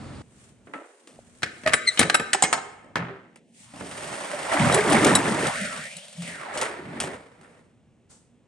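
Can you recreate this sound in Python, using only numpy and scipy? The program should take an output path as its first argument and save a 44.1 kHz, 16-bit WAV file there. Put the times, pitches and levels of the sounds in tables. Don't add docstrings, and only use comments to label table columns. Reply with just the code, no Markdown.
import sys
import numpy as np
from scipy import signal
from scipy.fft import rfft, irfft
from scipy.io import wavfile
from scipy.ndimage import uniform_filter1d

SR = 44100
rng = np.random.default_rng(int(sys.argv[2]) if len(sys.argv) > 2 else 0)


def to_wav(sig):
    pcm = np.clip(np.atleast_2d(sig), -1, 1) * 32767
    pcm = np.round(pcm).astype(np.int16)
    wavfile.write(sys.argv[1], SR, pcm.T)


N = 373659
TIME = np.arange(N) / SR


def undb(db):
    return np.exp(np.asarray(db) * np.log(10) / 20)


def curves(rows):
    s, *columns = np.transpose(rows)
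    return [np.interp(TIME, s, column) for column in columns]


def unit(x):
    return x / np.sqrt(np.mean(x ** 2))


def attack_level(x, db):
    return x * undb(db) / np.sqrt(np.mean(x[..., :SR // 50] ** 2))


def fade(t60, size=SR):
    return np.exp(-np.log(1000) * np.arange(size) / SR / max(t60, 1 / SR))


def add(out, s, x):
    i = int(s * SR)
    out[:, i:i + x.shape[-1]] += x[..., :N - i]


def swell(s, length):
    u = np.linspace(-1.4, 1.4, 57)
    return np.interp(TIME, s + length * u, (1 - u ** 2 / 2) ** 5, left=0, right=0)


def step(s, ease):
    return (1 + np.tanh(2 * (TIME - s) / ease)) / 2


def colour(x, points):
    hz, db = np.transpose(points)
    f = np.maximum(np.fft.rfftfreq(4096, 1 / SR), 1)
    cepstrum = irfft(np.log(undb(np.interp(np.log(f), np.log(hz), db))))
    half = len(cepstrum) // 2
    cepstrum[1:half] *= 2
    cepstrum[half + 1:] = 0
    impulse = irfft(np.exp(rfft(cepstrum)))
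    return signal.oaconvolve(x, impulse[None], axes=-1)[:, :x.shape[-1]]


def resonate(x, hz, width):
    return signal.lfilter(*signal.iirpeak(hz, hz / width, SR), x + 1e-18)


def high_pass(x, edge, damping):
    f, t, spectra = signal.stft(x, SR, nperseg=1024)
    ratio = (f[:, None] / np.interp(t, *np.transpose(edge))) ** 3
    gain = ratio ** 2 / np.hypot(1 - ratio ** 2, damping * ratio)
    return signal.istft(spectra * gain, SR)[1][:, :N]


def noise(side_db, size=N):
    mid, side = rng.standard_normal((2, size))
    return unit(mid + undb(side_db) * side * np.array([[1], [-1]]))


def jolts(per_s, spread_db, t60, steady):
    size = undb(spread_db * np.clip(rng.standard_normal(N), -2, 2))
    impacts = (rng.random(N) < per_s / SR) * size ** 2
    energy = signal.lfilter([1], [1, -fade(t60, size=2)[1] ** 2], impacts)
    energy = energy + np.mean(energy) * steady
    return np.sqrt(energy / uniform_filter1d(energy, SR // 10))


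def chatter(t60, side_db, hold_s=0.0043, per_s=220):
    t = np.arange(SR // 2) / SR
    contacts = (rng.random(len(t)) < per_s / SR) * (.5 + rng.random(len(t)))
    contacts[0] = 2
    grain = np.sqrt(signal.lfilter([1], [1, -np.exp(-3 * per_s / SR)], contacts) + .12)
    decay = np.exp(-np.log(1000) * np.maximum(t - hold_s, 0) / t60)
    return noise(side_db, size=len(t)) * grain * decay


def strike(t60, side_db):
    shudder = chatter(t60, side_db, per_s=450)
    return chatter(0.1, side_db) + undb(-5) * shudder


def ring(modes, db, tilt_db=0, near_hz=1000, focus_db=0):
    hz, mode_db, t60 = np.transpose(modes)
    t = np.arange(SR // 2, dtype=np.float32) / SR
    turns = np.float32(hz)[:, None] * t + np.float32(rng.random((len(hz), 1)))
    wobble_hz = np.float32(rng.uniform(6, 24, (len(hz), 1)))
    wobble = 1 + np.cos(2 * np.pi * wobble_hz * t) / 2
    decay = np.exp(-np.float32(np.log(1000) / t60)[:, None] * t)
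    tones = wobble * np.sin(2 * np.pi * turns) * decay
    octaves = np.log2(hz / near_hz)
    favour_db = tilt_db * octaves - focus_db * np.minimum(abs(octaves), .5)
    weights = undb(mode_db + favour_db + rng.standard_normal(len(hz)))
    return attack_level(np.float32(weights) @ tones, db)


# f/Hz, level/dB
NIGHT = [(18, -51.5), (30, -19), (108, -3.5), (212, -6.5), (240, 0), (266, -12), (510, -16.5), (1230, -30),
         (2670, -31.5), (3430, -35.5), (4630, -43), (8880, -38.5), (12000, -62), (15600, -77),
         (22000, -120)]
TOWN_DB, TOWN_FALL_DB_PER_S = -53, 0.55
# t/s, length/s, level/dB
BRUSHES = [(.28, 0.26, -64.5), (.44, 0.15, -55.5), (0.835, 0.37, -60), (1.3, 0.49, -59),
           (1.483, 0.22, -75.5), (2.272, 0.077, -53.5), (1.75, 0.44, -52), (1.95, 0.13, -42.5),
           (2.448, 0.26, -52), (3.618, 0.11, -48.5), (6.56, 0.039, -37)]


def surroundings():
    town = unit(colour(noise(-11.0), NIGHT)) * undb(TOWN_DB - TOWN_FALL_DB_PER_S * TIME)
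    grains = noise(0) * jolts(per_s=400, spread_db=9.0, t60=.08, steady=1.5)
    cloth = [(300, -11.0), (1500, -1.0), (5000, -9.0), (9000, 0.5), (11000, -12.5)]
    brushing = unit(colour(grains, cloth))
    return town + brushing * sum(undb(db) * swell(s, length) for s, length, db in BRUSHES)


# f/Hz, level/dB
CAB = [(18, -50), (30, -7), (135, 0), (192, -1), (294, -1.5), (368, -10), (550, -9), (930, -14),
       (1320, -15.5), (3020, -25), (4630, -26.5), (5800, -34), (9340, -28.5), (10600, -82), (12000, -87),
       (15600, -117), (22000, -120)]
# f/Hz, rms level/dB
CAB_HUM = [(89.8, -46.5), (134.6, -48), (224, -50)]
CAB_DB, CAB_END_S = -38.5, 0.222


def cab():
    t = TIME[:SR // 2]
    hum = sum(undb(db) * np.sqrt(2) * np.sin(2 * np.pi * (hz * t + rng.random())) for hz, db in CAB_HUM)
    blower = unit(colour(noise(-6.5, size=len(t)), CAB)) * undb(CAB_DB)
    out = np.zeros((2, N))
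    add(out, 0, (hum + blower) * np.clip((CAB_END_S - t) * 400, 0, 1))
    return out


# f/Hz, level/dB
RUSTLE = [(300, -0.5), (1200, -2.5), (2500, -9), (5000, -5.5), (8500, 2.5), (9800, -4), (11500, -15.5)]
RUSTLE_S, RUSTLE_RISE_S, RUSTLE_T60_S, RUSTLE_DB = 8.088, 0.017, 0.45, -46


def rustle():
    t = np.arange(SR) / SR
    shape = (1 - np.exp(-(t / RUSTLE_RISE_S) ** 2)) * fade(RUSTLE_T60_S)
    out = np.zeros((2, N))
    add(out, RUSTLE_S, unit(colour(noise(-3.5, size=SR), RUSTLE)) * shape * undb(RUSTLE_DB))
    return out


def cargo_box(x):
    low_colour = [(40, -19), (150, -11.0), (400, 0.5), (900, -12.0), (3000, -40.0)]
    mid_colour = [(200, -17.0), (700, -1.0), (1600, 2.5), (3000, -1.5), (7000, -29.5)]
    high_colour = [(1000, -28.0), (4000, 6.0), (9000, 4.0), (12000, -16.0)]
    low = colour(noise(-18, size=SR), low_colour) * fade(0.77)
    mid = colour(noise(-5.0, size=SR), mid_colour) * fade(0.82)
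    high = colour(noise(-10.0, size=SR), high_colour) * fade(0.58)
    onset = 1 - fade(0.02)
    echoes = (undb(-38.5) * low + undb(-45.0) * mid + undb(-51.5) * high) * onset
    return signal.oaconvolve(x, echoes, axes=-1)[:, :N]


# f/Hz, width/Hz, level/dB
DOOR = [(87.5, 5, 2), (181, 5.7, -5.5), (282, 28, -2.5), (390, 21, -17), (564, 85, -10.5), (965, 18, -7.5),
        (1330, 13, -1.5), (1830, 34, -6.5), (1960, 420, -16)]


def panels(x):
    return x + sum(undb(db) * resonate(x, hz, width) for hz, width, db in DOOR)


# t/s, thump level/dB, panel level/dB, steel level/dB, shudder t60/s
KNOCKS = [(0.671, -47, -49.5, -77, 0.89), (.736, -38.5, -32.5, -54.5, 0.52), (1.073, -50.5, -54, -48, 0.78),
          (2.843, -47, -62, -67, 0.67), (2.9565, -28.5, -22, -56, 0.65), (3.3585, -55, -48.5, -51.5, 0.039),
          (3.738, -39, -49, -69, 0.52), (3.809, -33.5, -38.5, -62, 0.31), (4.0998, -39, -46, -55, 0.11),
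          (4.518, -41, -24, -56, 0.31), (4.572, -39, -25, -48, .1), (4.698, -23, -20, -46, 0.091),
          (4.893, -40, -27, -40, .06), (4.922, -32, -21, -25.5, 0.11), (4.945, -29, -18.5, -34, 0.063),
          (5.0677, -41, -23, -24, 0.064), (5.156, -28, -18.5, -42, .08), (5.2555, -46, -23.5, -50, .2),
          (5.454, -36, -25, -38, 0.11), (5.572, -56, -41.5, -40, 0.14), (6.2208, -63, -43.5, -41, 0.24),
          (6.574, -62, -40, -28.5, 0.57), (6.6137, -46, -30, -24.5, 0.43), (6.622, -44, -24, -45, .2),
          (6.655, -48, -29.5, -56, 0.22), (7.002, -34.5, -32.5, -23.5, 0.48),
          (7.038, -37.5, -35.5, -36.5, 0.16), (7.075, -37.5, -38, -54, 0.15),
          (7.141, -43, -43.5, -49.5, 0.13), (7.412, -71, -58, -57.5, 0.97), (7.4319, -58, -55, -62.5, .3),
          (7.445, -61, -52, -70, 0.33)]
# f/Hz, level/dB
THUMP = [(30, -30), (70, -11), (130, -3.5), (250, -3), (400, -5.5), (600, -6.5), (1200, -21), (4000, -66.5)]
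# f/Hz, level/dB
PANEL = [(150, -36), (400, -12.5), (700, -4.5), (1300, 0), (2100, -5), (3200, -16), (5000, -34.5),
         (10000, -62.5)]
# f/Hz, level/dB
TRACK = [(1650, -6), (2800, 0.5), (3670, -2.5), (3990, -5), (4170, -5), (5150, -4), (5600, -5),
         (7060, -4.5), (9190, 3), (9800, -6.5), (10200, -32), (11700, -5.5), (13000, -39.5)]


def knocks():
    out = np.zeros((2, N))
    for s, thump_db, panel_db, steel_db, t60 in KNOCKS:
        add(out, s, attack_level(colour(chatter(1.25 * t60, side_db=-12), THUMP), thump_db))
        add(out, s, attack_level(colour(strike(t60, side_db=-3), PANEL), panel_db))
        add(out, s, attack_level(colour(strike(0.73 * t60, side_db=-35), TRACK), steel_db))
    return out


# t/s, f/Hz, peak level/dB, t60/s
BUMPS = [(0.739, 1314, -32, 0.19), (1.189, 600, -32, 0.0055), (1.997, 245, -18.5, 0.07),
         (2.021, 167.6, -25, 0.24), (2.342, 392, -27, 0.11), (2.66, 416, -41.5, 0.14),
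         (2.975, 173, -26, 0.33), (2.99, 127.2, -30, .35), (3.1, 392, -33.5, 0.28),
         (4.333, 593, -21.5, 0.07), (4.542, 293, -24, 0.11), (4.595, 198, -11, 0.04),
         (4.625, 201, -21, 0.045), (4.793, 410, -12.5, .06), (4.843, 437, -17, 0.07),
         (4.941, 211.3, -15, 0.083), (5.022, 311, -15.5, 0.086), (5.094, 218.6, -17, .06),
         (5.307, 207, -15, 0.054), (5.610, 203, -24, 0.075), (5.776, 182, -37, 0.049),
         (5.957, 169, -39, 0.064), (6.171, 171.9, -26, 0.45), (6.618, 517, -24, .06)]


def bumps():
    out = np.zeros((2, N))
    t = np.arange(SR) / SR
    for s, hz, db, t60 in BUMPS:
        soft_contact = 1 - np.exp(-(t * hz / 3.1) ** 2)
        tone = soft_contact * fade(t60) * np.sin(2 * np.pi * hz * t)
        add(out, s, undb(db) * tone / np.max(tone))
    return out


# t/s, f/Hz, level/dB
SQUEAK = [(1.856, 2210, -55), (1.870, 2194, -31.5), (1.878, 2030, -10), (1.882, 2070, -20.5),
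          (1.889, 2045, -8.5), (1.896, 2020, -22), (1.908, 1975, -34.5), (1.945, 2075, -45)]
SQUEAK_DB = [-0.5, 0.5, -16, -9.5]
# t/s, f/Hz, level/dB
JUDDER = [(1.652, 632, -53.5), (1.664, 645, -15), (1.682, 617, -19.5), (1.70, 644, -34.5),
          (1.735, 615, -39)]
JUDDER_DB = [-3.5, -17.5, -10]


def stick_slip(rows, harmonics_db, rough):
    s, hz, db = np.transpose(rows)
    t = np.arange(s[0], s[-1], 1 / SR)
    level_db = np.interp(t, s, db)
    slack = 0.5 + (db.max() - level_db) / 20
    waver, flutter = unit(uniform_filter1d(rng.standard_normal((2, len(t))), SR // 700))
    pitch_hz = np.interp(t, s, hz) * (1 + rough * slack * waver)
    phase = 2 * np.pi * np.cumsum(pitch_hz) / SR
    tone = sum(undb(d) * np.sin((k + 1) * phase) for k, d in enumerate(harmonics_db))
    out = np.zeros((2, N))
    add(out, s[0], unit(tone) * undb(level_db + slack * flutter))
    return out


# t/s, door thump level/dB, latch plate level/dB, steel crack level/dB, plate pitch f/Hz,
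# chatter t60/s, hook ring level/dB, handle ring level/dB, handle pitch f/Hz
CLACKS = [(1.4216, -45.5, -37.5, -55, 1533, 0.094, -70.5, -59.5, 4120),
          (1.431, -35.5, -21, -36.5, 1600, 0.042, -54.5, -37.5, 4050),
          (1.436, -38, -28, -42.5, 1700, 0.033, -53.5, -39.5, 4600),
          (1.461, -43.5, -37.5, -53.5, 1650, 0.14, -72, -66.5, 4117),
          (1.6356, -41.5, -43, -60.5, 1874, 0.042, -76, -71.5, 4110),
          (1.6626, -29.5, -25.5, -49, 1756, 0.042, -58, -58, 4145),
          (1.674, -32, -18.5, -39, 1780, 0.091, -40.5, -51.5, 8200),
          (1.724, -40, -29, -51, 1367, 0.075, -67.5, -66, 8200),
          (1.7344, -32.5, -15.5, -29.5, 1303, 0.034, -24, -30.5, 9020),
          (1.739, -27.5, -17, -32, 1600, 0.036, -30.5, -36.5, 8420),
          (1.974, -40.5, -26, -44.5, 3135, 0.12, -57.5, -47, 4123),
          (1.9930, -19, -17, -12.5, 2018, 0.072, -25, -26.5, 7990),
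          (2.013, -28, -18.5, -40.5, 1369, 0.11, -52.5, -45, 4070),
          (2.029, -31.5, -20.5, -39, 1672, 0.028, -51, -46, 4146),
          (2.0982, -45.5, -17, -32, 1385, 0.018, -40, -33, 4085),
          (2.1440, -42.5, -13, -33, 1312, 0.027, -20, -37.5, 8360),
          (2.151, -43, -18.5, -36, 1297, 0.019, -32, -43.5, 8460),
          (2.197, -27, -26.5, -44, 1772, 0.03, -39, -57.5, 4100),
          (2.332, -42, -19, -20, 1960, 0.047, -45, -21.5, 8210),
          (2.3462, -39, -19.5, -38.5, 786, 0.042, -52.5, -38, 5300),
          (2.4234, -30, -17, -24.5, 900, 0.078, -53.5, -15.5, 7700),
          (2.4369, -30, -24, -24, 782, 0.033, -49.5, -20.5, 2150),
          (2.447, -39.5, -25, -37, 2130, 0.062, -53.5, -37, 8070),
          (2.528, -40, -18, -24.5, 1150, 0.024, -47, -25.5, 8600),
          (2.5335, -37.5, -19.5, -37, 815, 0.094, -57, -33.5, 5740),
          (2.576, -49.5, -28.5, -52, 797, 0.099, -64, -53, 6860),
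          (2.9565, -36, -25, -60, 1510, 0.11, -62, -53, 2900)]
# f/Hz, level/dB, t60/s
HOOK = [(3878, -3, .09), (3902, -17, .7), (5455, -12, .13), (7385, -11.5, .26), (7795, -1, .12),
        (9452, -.5, .12), (10620, -10, .14), (11340, -12, .1)]
# f/Hz, level/dB, t60/s
HANDLE = [(1448, -13, .3), (1585, -11, .6), (2150, -3, .08), (2902, -10, .2), (4075, 1, .04),
          (4650, -1, .025), (4890, -13, .25), (5290, -2, .2), (6125, -11, .25), (6560, -14, .45),
          (6837, 2, .13), (7330, -3, .08), (7660, -6, .05), (7815, -5, .14), (8090, 2, .1), (8400, -1, .1),
          (9211, -3, .13), (9970, -7, .07), (10930, -7, .09)]
# f/Hz, width/Hz, level/dB
PLATE = [(430, 34, 5), (654, 45, -7.5), (754, 110, 6), (890, 130, 8), (1281, 77, 8), (1552, 180, 5.5),
         (1750, 45, 9.5), (1920, 60, 4.5), (2050, 69, 2), (2170, 97, 4.5), (2460, 74, 5), (2934, 55, 0.5),
         (3100, 70, 0.5), (3700, 110, -4.5)]
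# f/Hz, level/dB
CRACK = [(1500, -20), (3000, -4.5), (4100, -7), (5200, -11.5), (6400, -9), (7800, -8), (9300, -2),
         (10300, -8), (12000, -15.5), (15000, -39.5)]


def latch():
    out = np.zeros((2, N))
    crack_balance = undb(np.array([[.5], [-.5]]))
    for s, thump_db, plate_db, crack_db, centre_hz, t60, hook_db, handle_db, handle_hz in CLACKS:
        contact = chatter(t60, side_db=-5.0)
        plate = 0
        for hz, width, db in PLATE:
            weight_db = db - 19 * abs(np.log2(hz / centre_hz))
            plate = plate + undb(weight_db) * resonate(contact, hz, width)
        add(out, s, attack_level(plate, plate_db))
        crack = colour(chatter(t60, side_db=-17.5), CRACK)
        add(out, s, attack_level(crack, crack_db) * crack_balance)
        thump = colour(chatter(2.8 * t60, side_db=-12.5), THUMP)
        add(out, s, attack_level(thump, thump_db))
        add(out, s, ring(HOOK, hook_db))
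        add(out, s, ring(HANDLE, handle_db, near_hz=handle_hz, focus_db=34.5))
    return out


CLATTER_START_S, CLATTER_END_S = 4.3, 5.6
CLATTER_SHARE = .7


def clatter(wash, low_hz, high_hz, count):
    hits = np.zeros((2, N))
    t = np.arange(SR // 14) / SR
    span_s = CLATTER_END_S - CLATTER_START_S
    for when, pitch, size, side in rng.random((count, 4)):
        hz = low_hz * (high_hz / low_hz) ** pitch
        t60 = min(36 / hz, .07)
        tone = np.sin(2 * np.pi * hz * t) * fade(t60, size=len(t)) * np.sqrt(hz / t60)
        gains = 1 + (side - .5) * np.array([[1], [-1]])
        add(hits, CLATTER_START_S + when * span_s, tone * gains * undb(-2.5 * np.log(size + .03)))
    band_share, time_share = 2 * (high_hz - low_hz) / SR, span_s * SR / N
    hits *= np.sqrt(band_share * time_share) / np.sqrt(np.mean(hits ** 2))
    share = CLATTER_SHARE * np.sin(np.pi * np.clip((TIME - CLATTER_START_S) / span_s, 0, 1))
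    return np.sqrt(1 - share) * wash + np.sqrt(share) * hits


# t/s, click level/dB, ring level/dB, ring tilt/dB per octave
CLINKS = [(4.724, -29.5, -29, -9.5), (4.744, -23.5, -21, 4), (4.899, -32.5, -30, 17.5),
          (4.929, -24.5, -40.5, -1.5), (5.047, -20, -35.5, 28), (5.093, -30.5, -40.5, -1),
          (5.1522, -22.5, -13, -0.5), (5.4693, -31, -39, -12), (5.967, -41.5, -41, 2)]


def clinks():
    out = np.zeros((2, N))
    for s, click_db, ring_db, tilt_db in CLINKS:
        add(out, s, attack_level(colour(chatter(0.03, side_db=-20.0), CRACK), click_db))
        add(out, s, ring(HOOK, ring_db, tilt_db=tilt_db) * fade(.25, size=SR // 2))
    return out


# t/s, level/dB
RUN = [(3.53, -81), (3.72, -55.5), (3.83, -48.5), (4.48, -31.5), (4.54, -22.5), (4.87, -26), (5.1, -23.5),
       (5.23, -30.5), (5.46, -31), (5.8, -37.5), (6.0, -44.5), (6.2, -53.5), (6.26, -44), (6.62, -31),
       (6.86, -44.5), (7.08, -41.5), (7.26, -55), (7.75, -66)]
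# t/s, length/s, extra boom level/dB, extra rattle, rumble and hiss level/dB
LURCHES = [(3.807, 0.012, 12, 5), (4.027, 0.39, 12.5, 5.5), (4.651, 0.072, 15, 1.5), (4.756, 0.096, 6.5, 4),
           (4.924, 0.092, 7, 4), (5.095, 0.22, 9, 4.5), (5.289, 0.052, 10, 5.5), (5.445, 0.16, 5, 5),
           (5.631, 0.13, 14, 4.5), (5.8, 0.11, 8, 2.5), (6.24, 0.16, 20, 6.5), (6.925, 0.23, 20.5, 0),
           (7.083, 0.27, 1, 5), (7.531, 0.14, -6, 4)]
# t/s, lower edge f/Hz
RATTLE_EDGE = [(3.5, 1647), (3.798, 576), (4.62, 570), (4.8, 393), (4.97, 283), (5.451, 290), (5.6, 1550),
               (5.78, 1080), (5.95, 2650), (6.13, 3770), (6.27, 2200), (6.38, 1400), (6.5, 650),
               (6.66, 400), (7.0, 240), (7.2, 490)]
FULL_RUN_DB = -23.5
BOOM_DB, RUMBLE_DB, HISS_DB = -44, -35, -31.5
BOOM_SLOPE, RUMBLE_SLOPE, HISS_SLOPE = 0.69, 0.73, 0.64
BEND_START_S, BEND_END_S, BEND_EASE_S, BEND_BOOM_DB, BEND_RUMBLE_DB = 4.58, 5.5, 0.027, 13.5, 4.5
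OVERHEAD_S, OVERHEAD_EASE_S, OVERHEAD_HISS_DB = 6.42, 0.17, -14
THIN_FROM_HZ, THIN_DB_PER_OCTAVE = 1070, 7.5


def door_levels():
    run_db = curves(RUN)[0]
    effort = run_db - FULL_RUN_DB
    bend = step(BEND_START_S, BEND_EASE_S) - step(BEND_END_S, BEND_EASE_S)
    swells = np.array([swell(s, length) for s, length, _, _ in LURCHES])
    heave, shake = np.transpose(LURCHES)[2:] @ swells
    thinning = np.maximum(np.log2(curves(RATTLE_EDGE)[0] / THIN_FROM_HZ), 0)
    overhead = step(OVERHEAD_S, OVERHEAD_EASE_S)
    boom = BOOM_DB + BOOM_SLOPE * effort + BEND_BOOM_DB * bend + heave
    rumble = RUMBLE_DB + RUMBLE_SLOPE * effort + BEND_RUMBLE_DB * bend + shake
    rumble -= THIN_DB_PER_OCTAVE * thinning
    hiss = HISS_DB + HISS_SLOPE * effort + shake + OVERHEAD_HISS_DB * overhead
    return boom, rumble, run_db + shake, hiss


# f/Hz, level/dB
BOOM = [(25, -35), (45, -35.5), (65, -10.5), (100, -3.5), (150, 6.5), (190, 3), (240, 4.5), (330, -31.5),
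        (700, -55.5)]
# f/Hz, level/dB
RUMBLE = [(100, -39.5), (200, -21), (270, 1.5), (380, 5.5), (500, -1), (650, -18), (1200, -51.5)]
# f/Hz, level/dB
RATTLE = [(200, -29.5), (450, -2.5), (610, -3), (760, 2), (1250, -0.5), (2100, -2), (2900, -11.5),
          (4200, -17.5), (7000, -34.5)]


def rolling():
    boom_db, rumble_db, roller_db, hiss_db = door_levels()
    speed = np.clip((roller_db + 21.0) / 20, 0, 1)
    rollers = 1 + (.35 + .55 * speed) * (jolts(per_s=70, spread_db=3, t60=.055, steady=.25) - 1)
    grit = jolts(per_s=580, spread_db=-1.5, t60=0.028, steady=7.0)

    drumming = panels(clatter(noise(-16.0) * rollers, low_hz=90, high_hz=895, count=260))
    boom = unit(colour(drumming, BOOM)) * undb(boom_db)
    rumble = unit(colour(drumming, RUMBLE))
    rumble = high_pass(rumble, RATTLE_EDGE, damping=0.5) + undb(-3) * rumble

    shaken = clatter(noise(-3.5) * rollers, low_hz=397.6, high_hz=4014, count=1100)
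    full = colour(panels(shaken), RATTLE)
    thin = high_pass(full, RATTLE_EDGE, damping=0.52)
    rattle = thin + undb(-14) * full + undb(4.5) * resonate(full, 602, 91)
    rattle /= np.sqrt(uniform_filter1d(np.mean(rattle ** 2, axis=0), SR // 5))
    hiss = unit(colour(noise(-8.5) * rollers * grit, TRACK)) * undb(hiss_db)

    out = boom + rumble * undb(rumble_db) + rattle * undb(roller_db + 2.0) + hiss
    out *= np.interp(TIME, [3.4, 3.55, 7.6, 7.8], [0, 1, 1, 0])
    return (out + clinks()) * undb(np.array([[-.2], [.2]]))


# t/s, length/s, rise of the lower edge f/Hz
BASS_DIPS = [(0.925, 0.52, 355), (3.424, 0.69, 142), (4.266, 0.32, 143.6), (6.037, 0.73, 130),
             (6.456, 0.16, 135)]
BASS_EDGE_HZ = 19


def bass_dips(x):
    t = TIME[::SR // 100]
    arches = [hz * np.maximum(1 - (2 * (t - s) / length) ** 2, 0) for s, length, hz in BASS_DIPS]
    edge_hz = BASS_EDGE_HZ + sum(arches)
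    return high_pass(x, np.column_stack([t, edge_hz]), damping=1.1)


# t/s, length/s, centre f/Hz, width/octaves, depth/dB
HOLLOWS = [(1.5, 0.13, 900, 1.1, 6), (1.84, 0.12, 880, 0.68, 19), (1.6, 0.18, 1200, .3, 4),
           (3.7, 0.19, 420, 0.81, 17), (3.5, 0.3, 1250, 1.07, 15), (4.617, 0.17, 457, 0.44, 13),
           (4.77, 0.11, 275, 0.42, 23.5), (5.69, 0.44, 340, 0.43, 25), (5.63, 0.17, 970, 0.8, 15),
           (6.04, 0.35, 337, 0.77, 32), (6.022, 0.49, 940, 1.28, 8.5)]


def hollows(x):
    f, t, spectra = signal.stft(x, SR, nperseg=2048)
    octave = np.log2(np.maximum(f, 1))[:, None]
    cut_db = 0
    for s, length, hz, width, db in HOLLOWS:
        band = np.exp(-(2 * (octave - np.log2(hz)) / width) ** 2)
        moment = np.exp(-(2 * (t - s) / length) ** 4)
        cut_db = cut_db + db * band * moment
    return signal.istft(spectra * undb(-cut_db), SR)[1][:, :N]


# t/s, left minus right level/dB
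SWING = [(.6, 0), (1.2, 0.5), (1.75, 2), (2.2, 0.5), (2.7, -0.2), (3.2, 1), (4.2, -0.5), (5.2, 1),
         (7.1, 0.5)]


def scene():
    clacks = latch() + stick_slip(JUDDER, JUDDER_DB, rough=0.042)
    squeak = stick_slip(SQUEAK, SQUEAK_DB, rough=0.02)
    echoes = cargo_box(clacks + undb(-10) * squeak)
    knocking = undb(-1.5) * panels(knocks() + bumps())
    door = clacks + squeak + echoes + knocking + rolling()
    balance = undb(curves(SWING)[0] * np.array([[.5], [-.5]]))
    return hollows(bass_dips(door * balance + cab() + surroundings() + rustle()))


# f/Hz, left minus right level/dB
PORTS = [(60, -2.5), (130, 0), (250, -0.9), (600, -2.5), (1100, -2.5), (2200, -2), (4000, 2.5),
         (8000, -0.35)]
# f/Hz, level/dB
MICROPHONE = [(100, -2.5), (9500, -1.5), (10100, -13), (11500, -7.5), (12800, -29.5), (15000, -25)]
TOP_HZ = 15800


def record(dry):
    lag_samples = 1.116
    taps = np.arange(-8, 9)
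    delay = np.sinc(taps - lag_samples) * np.hanning(len(taps))
    left = colour(dry[:1], [(hz, db / 2) for hz, db in PORTS])[0]
    right = colour(dry[1:], [(hz, -db / 2) for hz, db in PORTS])[0]
    right = np.convolve(right, delay, "same")
    ports = colour(np.array([left, right]), MICROPHONE)
    top_cut = signal.ellip(8, .2, 70, TOP_HZ, fs=SR, output="sos")
    return signal.sosfilt(top_cut, np.clip(ports, -1, 1))


dry = scene()
out = record(dry)
to_wav(out)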